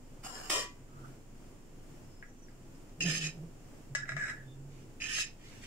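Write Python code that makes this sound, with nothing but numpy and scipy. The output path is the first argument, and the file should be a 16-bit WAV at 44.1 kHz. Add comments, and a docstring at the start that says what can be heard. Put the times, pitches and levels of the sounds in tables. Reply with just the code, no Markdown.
"""A steel knife is drawn through set jelly in slow strokes, its tip tapping and scraping on a china plate.
Blows and tiny slips excite the modes of knife and plate; the wet blade wipes and squeaks faintly.
Before the cuts the plate is turned on a stone counter: its foot grinds and the china rings.
During them the dragged plate judders softly by stick and slip.
A small, quiet kitchen with a low hum, heard from close by."""
import sys
import numpy as np
from scipy import signal
from scipy.fft import rfft, irfft, next_fast_len
from scipy.io import wavfile
from scipy.ndimage import map_coordinates

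SR = 44100
rng = np.random.default_rng(int(sys.argv[2]) if len(sys.argv) > 2 else 0)


def output_pcm(signal):
    """Save a mono or channel-first signal as 16-bit PCM at the path in sys.argv[1].

    Samples are clipped to [-1, 1] before scaling.
    """
    pcm = np.clip(np.atleast_2d(signal).T, -1, 1) * 32767
    wavfile.write(sys.argv[1], SR, np.round(pcm).astype(np.int16))


N = 249606
TIME_S = np.arange(N) / SR
FFT_SIZE = next_fast_len(N + SR // 5, True)
FREQ_HZ = np.fft.rfftfreq(FFT_SIZE, 1 / SR)

# Table levels are relative, ahead of normalising and mix gains.
# room air: freq_hz, level_db
AIR_SPECTRUM = [(20, -11.5), (38, -12.5), (55, -25.5), (130, -11), (190, -18), (300, -15.5), (450, -22.5),
                (1050, -32), (2200, -37.5), (2900, -37.5), (3900, -45.5), (5200, -40), (8500, -41.5),
                (11000, -49), (15500, -48.5)]
# left-right likeness of the air: freq_hz, correlation
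AIR_CORRELATION = [(180, 0.85), (550, 0.58), (1650, 0.017)]
# appliance hum: pitch_hz, level_db
HUM_TONES = [(21.5, -54), (98, -66.5), (133, -68.5), (248, -67.5)]
# kitchen reverberation: freq_hz, t60_s
ROOM_DECAY = [(200, 0.18), (2000, 0.25), (6000, 0.23), (14000, 0.06)]

# flat of the blade wiping through jelly: start_s, length_s, level_db
BLADE_WIPES = [(4.67, 0.2, -67.5), (5.37, 0.29, -60.5), (5.61, 0.09, -54.5)]
# wet friction: freq_hz, level_db
WIPE_SPECTRUM = [(700, -26), (1800, -1), (2700, 1), (4000, -9), (7500, -6.5), (10000, -20), (15000, -27)]
# blade squeaks in jelly and on glaze: start_s, length_s, level_db, pitch_hz, glide_hz
BLADE_SQUEAKS = [(0.87, 0.29, -67, 1340, 130), (3.0045, 0.008, -24.5, 2780, 0),
                 (4.016, 0.026, -44, 1660, -60), (4.195, 0.06, -38, 1690, 0), (4.25, 0.2, -54, 1690, 0),
                 (4.42, 0.14, -72.5, 3520, 0)]
# faint high squeal in the first cut: time_s, pitch_hz, level_db
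SQUEAL_PATH = [(2.04, 5300, -82), (2.13, 5300, -79), (2.21, 5120, -81), (2.29, 5950, -75.5),
               (2.36, 6170, -78.5), (2.43, 5950, -71), (2.47, 5550, -76), (2.5, 4600, -81)]

# dragged plate: start_s, length_s, level_db, pitch_hz, rough_db (re level)
PLATE_SHUDDERS = [(0.82, 0.34, -55, 130, -10), (2.975, 0.24, -40.5, 157, -5), (3.04, 0.075, -36, 158, -18),
                  (3.185, 0.135, -39.3, 159, -13), (3.32, 0.19, -44, 158, -12),
                  (3.895, 0.06, -45, 136, -14), (3.95, 0.15, -50, 136, -12), (4.09, 0.13, -43.5, 138, -14),
                  (4.22, 0.77, -50.5, 133, -11)]
# plate foot under light and heavy load: freq_hz, level_db
LIGHT_FOOT_SPECTRUM = [(200, -8.5), (350, -2), (1200, 1), (1700, -0.5), (2200, -12.5), (2850, -5),
                       (3800, -15), (5250, 1), (6050, -18), (6750, 0.5), (7500, -7), (8700, -10.5),
                       (9400, -11), (10500, -23), (15000, -21)]
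HEAVY_FOOT_SPECTRUM = [(150, -27), (270, -2.5), (640, 0), (860, -11), (1150, 1), (1500, -12), (1880, -1),
                       (2150, -11), (3100, 0), (4100, -10), (5300, -0.5), (6100, -6), (7600, -3),
                       (10500, -17.5), (15000, -23)]
# resonances of the lightly sliding foot: freq_hz, width_hz, level_db
LIGHT_FOOT_MODES = [(750, 32, 12), (2864, 65, 3), (7530, 40, 6), (11600, 230, -9)]
# modes of the free plate: pitch_hz, level_db, t60_s
PLATE_MODES = [(651, -16, 0.35), (985, -7, 0.41), (1141, -6.5, 0.36), (1884, -4, 0.33), (2024, -11.5, 0.42),
               (2433, -4.5, 0.27), (2762, -9.5, 0.24), (3070, -7.5, 0.27), (3686, -13, 0.22),
               (7055, -13, 0.27)]

# knife and plate resonances, tip near the rim or in the well: freq_hz, width_hz, level_db
TIP_RIM_MODES = [(1810, 56, -1.5), (2580, 210, -1.3), (3030, 85, -6), (3850, 40, -5.5), (4330, 90, -16),
                 (5070, 34, -1.5), (5320, 75, -4.5), (6380, 55, -3), (7320, 60, -14), (9350, 130, -18)]
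TIP_WELL_MODES = [(660, 90, -17.5), (1396, 70, -9), (1665, 62, 1), (1940, 85, -2.5), (2170, 130, -10),
                  (3845, 36, -13.5), (5270, 160, -18), (6350, 63, -17.5), (7400, 45, -19)]
# broad colour under those resonances: freq_hz, level_db
RIM_SPECTRUM = [(500, -23), (1000, -26.5), (1250, -10.5), (2500, -4), (3500, -11.5), (5200, -10),
                (7800, -8), (8700, -23.5), (11000, -20.5), (12000, -30), (15000, -32)]
WELL_SPECTRUM = [(350, -31.5), (650, -15), (980, -20.5), (1250, -1.5), (2000, -1), (2700, -9.5),
                 (3200, -21), (4500, -25.5), (7800, -11), (9000, -26), (11500, -31.5), (13000, -58)]
# tip blows: start_s, level_db, edge_db (treble gain), place (0 well to 1 rim)
TIP_TAPS = [(2.226, -36.5, -27, 0), (2.484, -51, -16, 0), (2.748, -52, 16, 1), (2.895, -50, 12, 1),
            (3.0063, -22.5, 5, 1), (3.1013, -25.5, 2, 1), (3.1512, -26, -3, 1), (3.9502, -18, 3, 0.25),
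            (3.9537, -21.5, 6, 0.15), (3.9572, -21, 9, 0.24), (4.056, -37.5, -12, 0), (4.0918, -24.5, 0, 0),
            (4.1197, -28.5, -2, 0), (4.1665, -27, -3, 0.19), (4.2835, -30, -6, 0), (4.297, -30, -1, 0.1),
            (5.185, -22.5, -1, 0.58)]
# tip pulls over the glaze: start_s, length_s, level_db, growth_db, edge_db, place, chatter_hz
TIP_PULLS = [(3.002, 0.036, -43.5, -7, 1, 1, 2750), (3.046, 0.078, -38, 1, -3, 1, 2520),
             (3.122, 0.05, -39.3, -1, -2, 1, 2600), (3.196, 0.062, -39.5, -1, -3.7, 1, 2560),
             (3.965, 0.03, -46, -4, -9, 0, 1900), (4.072, 0.035, -44, -2, -14, 0, 2100),
             (4.162, 0.142, -38.6, -1, -15, 0, 1690), (4.998, 0.07, -41.7, -3, -7.5, 1, 2420),
             (5.074, 0.107, -39, 4, -4.3, 1, 2560), (5.176, 0.034, -35.2, -1, -1.5, 1, 2750)]


def amp(db):
    """Decibels to gain."""
    return 10 ** (np.asarray(db) / 20)


def unit_rms(x):
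    """Scale to rms 1."""
    return x / np.sqrt(np.mean(np.abs(x) ** 2) + 1e-20)


def curve(points, hz=FREQ_HZ):
    """Interpolate (freq_hz, value) points on a log axis."""
    point_hz, values = np.transpose(points)
    return np.interp(np.log(hz + 1), np.log(point_hz), values)


def wobble(rate_hz):
    """Smooth random curve through Gaussian knots."""
    knots = rng.standard_normal(int(N * rate_hz / SR) + 4)
    grid = np.arange(len(knots) * 8) / 8
    return np.interp(TIME_S * rate_hz, grid, map_coordinates(knots, [grid], mode="nearest"))


def wavering(hz, drift, rate_hz):
    """Tone of rms 1; pitch strays at random by the fraction drift."""
    return np.sqrt(2) * np.sin(2 * np.pi * np.cumsum(hz * (1 + drift * wobble(rate_hz))) / SR)


def ramp(start_s, length_s):
    """0 to 1 over a gesture."""
    return np.clip((TIME_S - start_s) / length_s, 0, 1)


def swell(start_s, length_s):
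    """Soft gesture: a broadened half sine."""
    return np.abs(np.sin(np.pi * ramp(start_s, length_s))) ** 0.85 * (TIME_S < start_s + length_s)


def held(start_s, length_s, attack_s, t60_s):
    """Firm gesture: attack, hold, release."""
    return ramp(start_s, attack_s) * amp(-60 * np.clip((TIME_S - start_s - length_s) / t60_s, 0, 2))


def filtered(x, response):
    """Apply a response given on FREQ_HZ."""
    return irfft(rfft(x, FFT_SIZE) * response, FFT_SIZE)[..., :N]


def body(modes, spectrum, broad_db=0):
    """Minimum-phase response of unit power: resonances on a broad colour."""
    power = amp(curve(spectrum) + broad_db) ** 2
    for hz, width_hz, db in modes:
        power += amp(db) ** 2 / (1 + ((FREQ_HZ - hz) / width_hz) ** 2) ** 2
    cepstrum = irfft(np.log(unit_rms(np.sqrt(power)) + 1e-6), FFT_SIZE)
    cepstrum[1:FFT_SIZE // 2] *= 2
    cepstrum[FFT_SIZE // 2 + 1:] = 0
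    return np.exp(rfft(cepstrum))


def split_bands(response, crossover_hz=3400):
    """Dull and bright parts of a response; harder contact lifts the bright one."""
    treble = 1 / (1 + (crossover_hz / (FREQ_HZ + 1)) ** 12)
    return response * (1 - treble), response * treble


def slips(rate_hz, spread_db, clump_db):
    """Friction of rms 1: tiny slips, uneven in size and clumped."""
    at = np.flatnonzero(rng.random(N) < rate_hz / SR)
    out = np.zeros(N)
    spread = np.clip(rng.standard_normal(N)[at], -2, 2)
    out[at] = amp(spread_db * spread + clump_db * wobble(140)[at]) * np.sign(rng.random(N)[at] - .5)
    return unit_rms(out)


def in_room(x, near_db, tail_db, pan_db):
    """Direct sound, quick scatter from nearby surfaces and the kitchen's tail, per ear."""
    hz, frame_s, noise = signal.stft(rng.standard_normal((2, SR // 3)), SR, nperseg=256)
    decay = amp(-60 * frame_s / curve(ROOM_DECAY, hz)[:, None])
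    tail = signal.istft(noise * decay, SR, nperseg=256)[1]

    def echo(paths):
        return filtered(x, rfft(paths / np.linalg.norm(paths[0]), FFT_SIZE))

    def scatter(t60_s=0.024):
        delay_s = TIME_S[:SR // 50]
        return echo(rng.standard_normal((2, len(delay_s))) * amp(-60 * delay_s / t60_s))

    sway = 2 * np.pi * 4 * TIME_S  # moving hands change the short paths
    near = np.cos(sway) * scatter() + np.sin(sway) * scatter()
    direct = np.array([np.roll(x, 4), x])  # left ear 4 samples late
    mix = direct + amp(near_db) * near + amp(tail_db) * echo(tail)
    norm = np.sqrt(1 + (amp(near_db) ** 2 + amp(tail_db) ** 2) / 2)
    return mix / norm * amp([[pan_db / 2], [-pan_db / 2]])


def background():
    """Room air, appliance hum and a narrow hiss, stronger on the right."""
    angle = np.arccos(np.clip(curve(AIR_CORRELATION), 0, 1)) / 2
    colour = amp(curve(AIR_SPECTRUM)) * [np.cos(angle), np.sin(angle)]
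    mid, side = filtered(rng.standard_normal((2, N)), colour)
    air = amp(-54.5 + 1.5 * wobble(5.56)) * unit_rms(np.array([mid + side, mid - side]))
    hum = sum(amp(db + wobble(7.3)) * wavering(hz, drift=0.01598, rate_hz=12) for hz, db in HUM_TONES)
    hiss = unit_rms(filtered(rng.standard_normal((2, N)), 1 / (1 + ((FREQ_HZ - 7150) / 380) ** 2)))
    return air + hum + hiss * amp([[-82], [-72]])


def wet_blade():
    """The blade wipes through jelly and squeaks; lower squeaks are rougher."""
    path_s, path_hz, path_db = np.transpose(SQUEAL_PATH)
    gate = (TIME_S > path_s[0]) * (TIME_S < path_s[-1])
    voices = [(gate * amp(np.interp(TIME_S, path_s, path_db)), np.interp(TIME_S, path_s, path_hz))]
    for start_s, length_s, db, pitch_hz, glide_hz in BLADE_SQUEAKS:
        hz = pitch_hz + glide_hz * (ramp(start_s, length_s) - .5)
        voices.append((amp(db) * swell(start_s, length_s), hz))
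    squeaks = sum(gain * amp(3.5 * wobble(80)) * wavering(hz, drift=85 / hz, rate_hz=500)
                  for gain, hz in voices)
    force = sum(amp(db) * swell(start_s, length_s) for start_s, length_s, db in BLADE_WIPES)
    wipe = force * filtered(slips(5000, spread_db=2, clump_db=1), body([], WIPE_SPECTRUM))
    return in_room(squeaks + wipe, near_db=7.5, tail_db=2.5, pan_db=-2)


def plate_judder():
    """Stick and slip shakes the plate: a low tone under a rough murmur."""
    force, weighted_hz, murmur_gain = 1e-9, 0, 0
    for start_s, length_s, db, pitch_hz, rough_db in PLATE_SHUDDERS:
        push = amp(db) * swell(start_s, length_s)
        force += push
        weighted_hz += push * pitch_hz
        murmur_gain += push * amp(rough_db)
    colour = amp(curve([(80, -22), (135, 3), (205, -6), (290, 0), (750, -15), (1200, -48)]))
    murmur = murmur_gain * unit_rms(filtered(slips(1500, spread_db=2, clump_db=1), colour))
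    shake = force * amp(1.5 * wobble(30)) * wavering(weighted_hz / force, drift=0.048, rate_hz=40)
    return (shake + murmur) * amp([[-1.5], [1]])


def china_ring(grind):
    """Each plate mode stores grinding energy and releases it at its own rate."""
    out = np.zeros(N)
    for hz, db, t60_s in PLATE_MODES:
        retained = amp(-60 / (t60_s * SR)) ** 2
        energy = signal.lfilter([1 - retained], [1, -retained], grind ** 2 + 1e-20)
        out += amp(db) * np.sqrt(energy) * wavering(hz, drift=0.00397, rate_hz=60)
    return out


def plate_turn(nudge_s=0.229, drop_s=0.497, brake_s=0.203):
    """The foot slides lightly on stone, drops, then grinds to rest and rings the china."""
    breakaway = amp(4 * swell(nudge_s, 0.055))  # harder rasp as it comes unstuck
    slide = amp(-48) * ramp(nudge_s, 0.008) * (TIME_S < drop_s) * breakaway
    rasp = slide * slips(3000, spread_db=2.4, clump_db=1.3)
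    light = filtered(rasp, body(LIGHT_FOOT_MODES, LIGHT_FOOT_SPECTRUM))
    speed = (TIME_S >= drop_s) * (1 - ramp(drop_s, brake_s) ** 2)
    grind = amp(-31) * speed ** 2.5 * slips(7000, spread_db=2.7, clump_db=0.58)
    landing = amp(-26.5) * held(drop_s, 0.004, attack_s=0.004, t60_s=0.03)
    grind += landing * slips(11000, spread_db=1, clump_db=0)
    heavy = filtered(grind, body([], HEAVY_FOOT_SPECTRUM))
    foot = in_room(light + amp(-1) * heavy, near_db=3, tail_db=-2, pan_db=0)
    return foot + amp(-9) * in_room(china_ring(grind), near_db=-4.5, tail_db=-9.5, pan_db=1)


def tip_pressure(place, edge_rise_db=3.5):
    """Force, treble gain and chatter pitch at one place; each pull brightens as the blade tilts."""
    force, edge, pitch_hz = np.zeros(N), np.ones(N), np.zeros(N)
    for start_s, length_s, db, growth_db, edge_db, pull_place, chatter_hz in TIP_PULLS:
        if pull_place == place:
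            tilt = ramp(start_s, length_s) - .5
            bite = held(start_s, length_s, attack_s=0.014, t60_s=0.145)
            force = np.maximum(force, bite * amp(db + growth_db * tilt))
            edge = np.where(TIME_S >= start_s, amp(edge_db + edge_rise_db * tilt), edge)
            pitch_hz[TIME_S >= start_s] = chatter_hz
    return force, edge, pitch_hz


def wander(x, swing_s=0.00035, rate_hz=9):
    """Resonances sway as the jelly shifts on the blade."""
    return map_coordinates(x, [(TIME_S + swing_s * wobble(rate_hz)) * SR], mode="nearest")


def tip_scrape(response, place, slip_rate_hz, chatter_db=-13):
    """The tip catches on the glaze; slips partly lock into a squeal, which harder contact breaks up."""
    force, edge, chatter_hz = tip_pressure(place)
    locked = amp(chatter_db) / np.sqrt(edge)
    force /= np.sqrt(1 + locked ** 2)
    grit = force * slips(slip_rate_hz, spread_db=2.6, clump_db=0.8)
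    dull, bright = split_bands(response)
    rasp = filtered(grit, unit_rms(dull)) + amp(2.5) * filtered(edge * grit, unit_rms(bright))
    tone = wavering(chatter_hz, drift=0.0309, rate_hz=600)
    octave = tone ** 2 - 1
    squeal = force * locked * unit_rms(amp(2 * wobble(110))) * (tone + edge ** 2 * octave)
    return wander(rasp) + squeal


def tip_taps(well, rim, cushion_hz=9000):
    """Single blows, cushioned by jelly and coloured by where they land."""
    out = np.zeros(N)
    cushion = 1 / (1 + 1j * FREQ_HZ / cushion_hz) ** 2
    well_ring, rim_ring = (irfft(np.array(split_bands(response * cushion)), FFT_SIZE)[:, :SR // 4]
                           for response in (well, rim))
    for start_s, db, edge_db, place in TIP_TAPS:
        dull, bright = (1 - place) * well_ring + place * rim_ring
        blow = dull + amp(edge_db) * bright
        out[round(start_s * SR):][:len(blow)] += amp(db) * blow / np.abs(blow).max()
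    return out


def knife():
    """Steel on glaze: bright near the rim, dulled by jelly in the well."""
    well = body(TIP_WELL_MODES, WELL_SPECTRUM, broad_db=-12)
    rim = body(TIP_RIM_MODES, RIM_SPECTRUM, broad_db=-7)
    rim_scrape = amp(-2) * tip_scrape(rim, place=1, slip_rate_hz=4000)
    well_scrape = amp(-3) * tip_scrape(well, place=0, slip_rate_hz=1800)
    return (in_room(rim_scrape, near_db=7, tail_db=-0.5, pan_db=-3)
            + in_room(well_scrape, near_db=3, tail_db=-1.5, pan_db=0)
            + amp(1) * in_room(tip_taps(well, rim), near_db=0, tail_db=-0.5, pan_db=-1))


def scene():
    """Stereo sum of all sources."""
    return plate_turn() + knife() + plate_judder() + wet_blade() + background()


def record(dry):
    """Brick-wall low-pass."""
    return filtered(dry, FREQ_HZ < 15700)


dry = scene()
out = record(dry)
output_pcm(out)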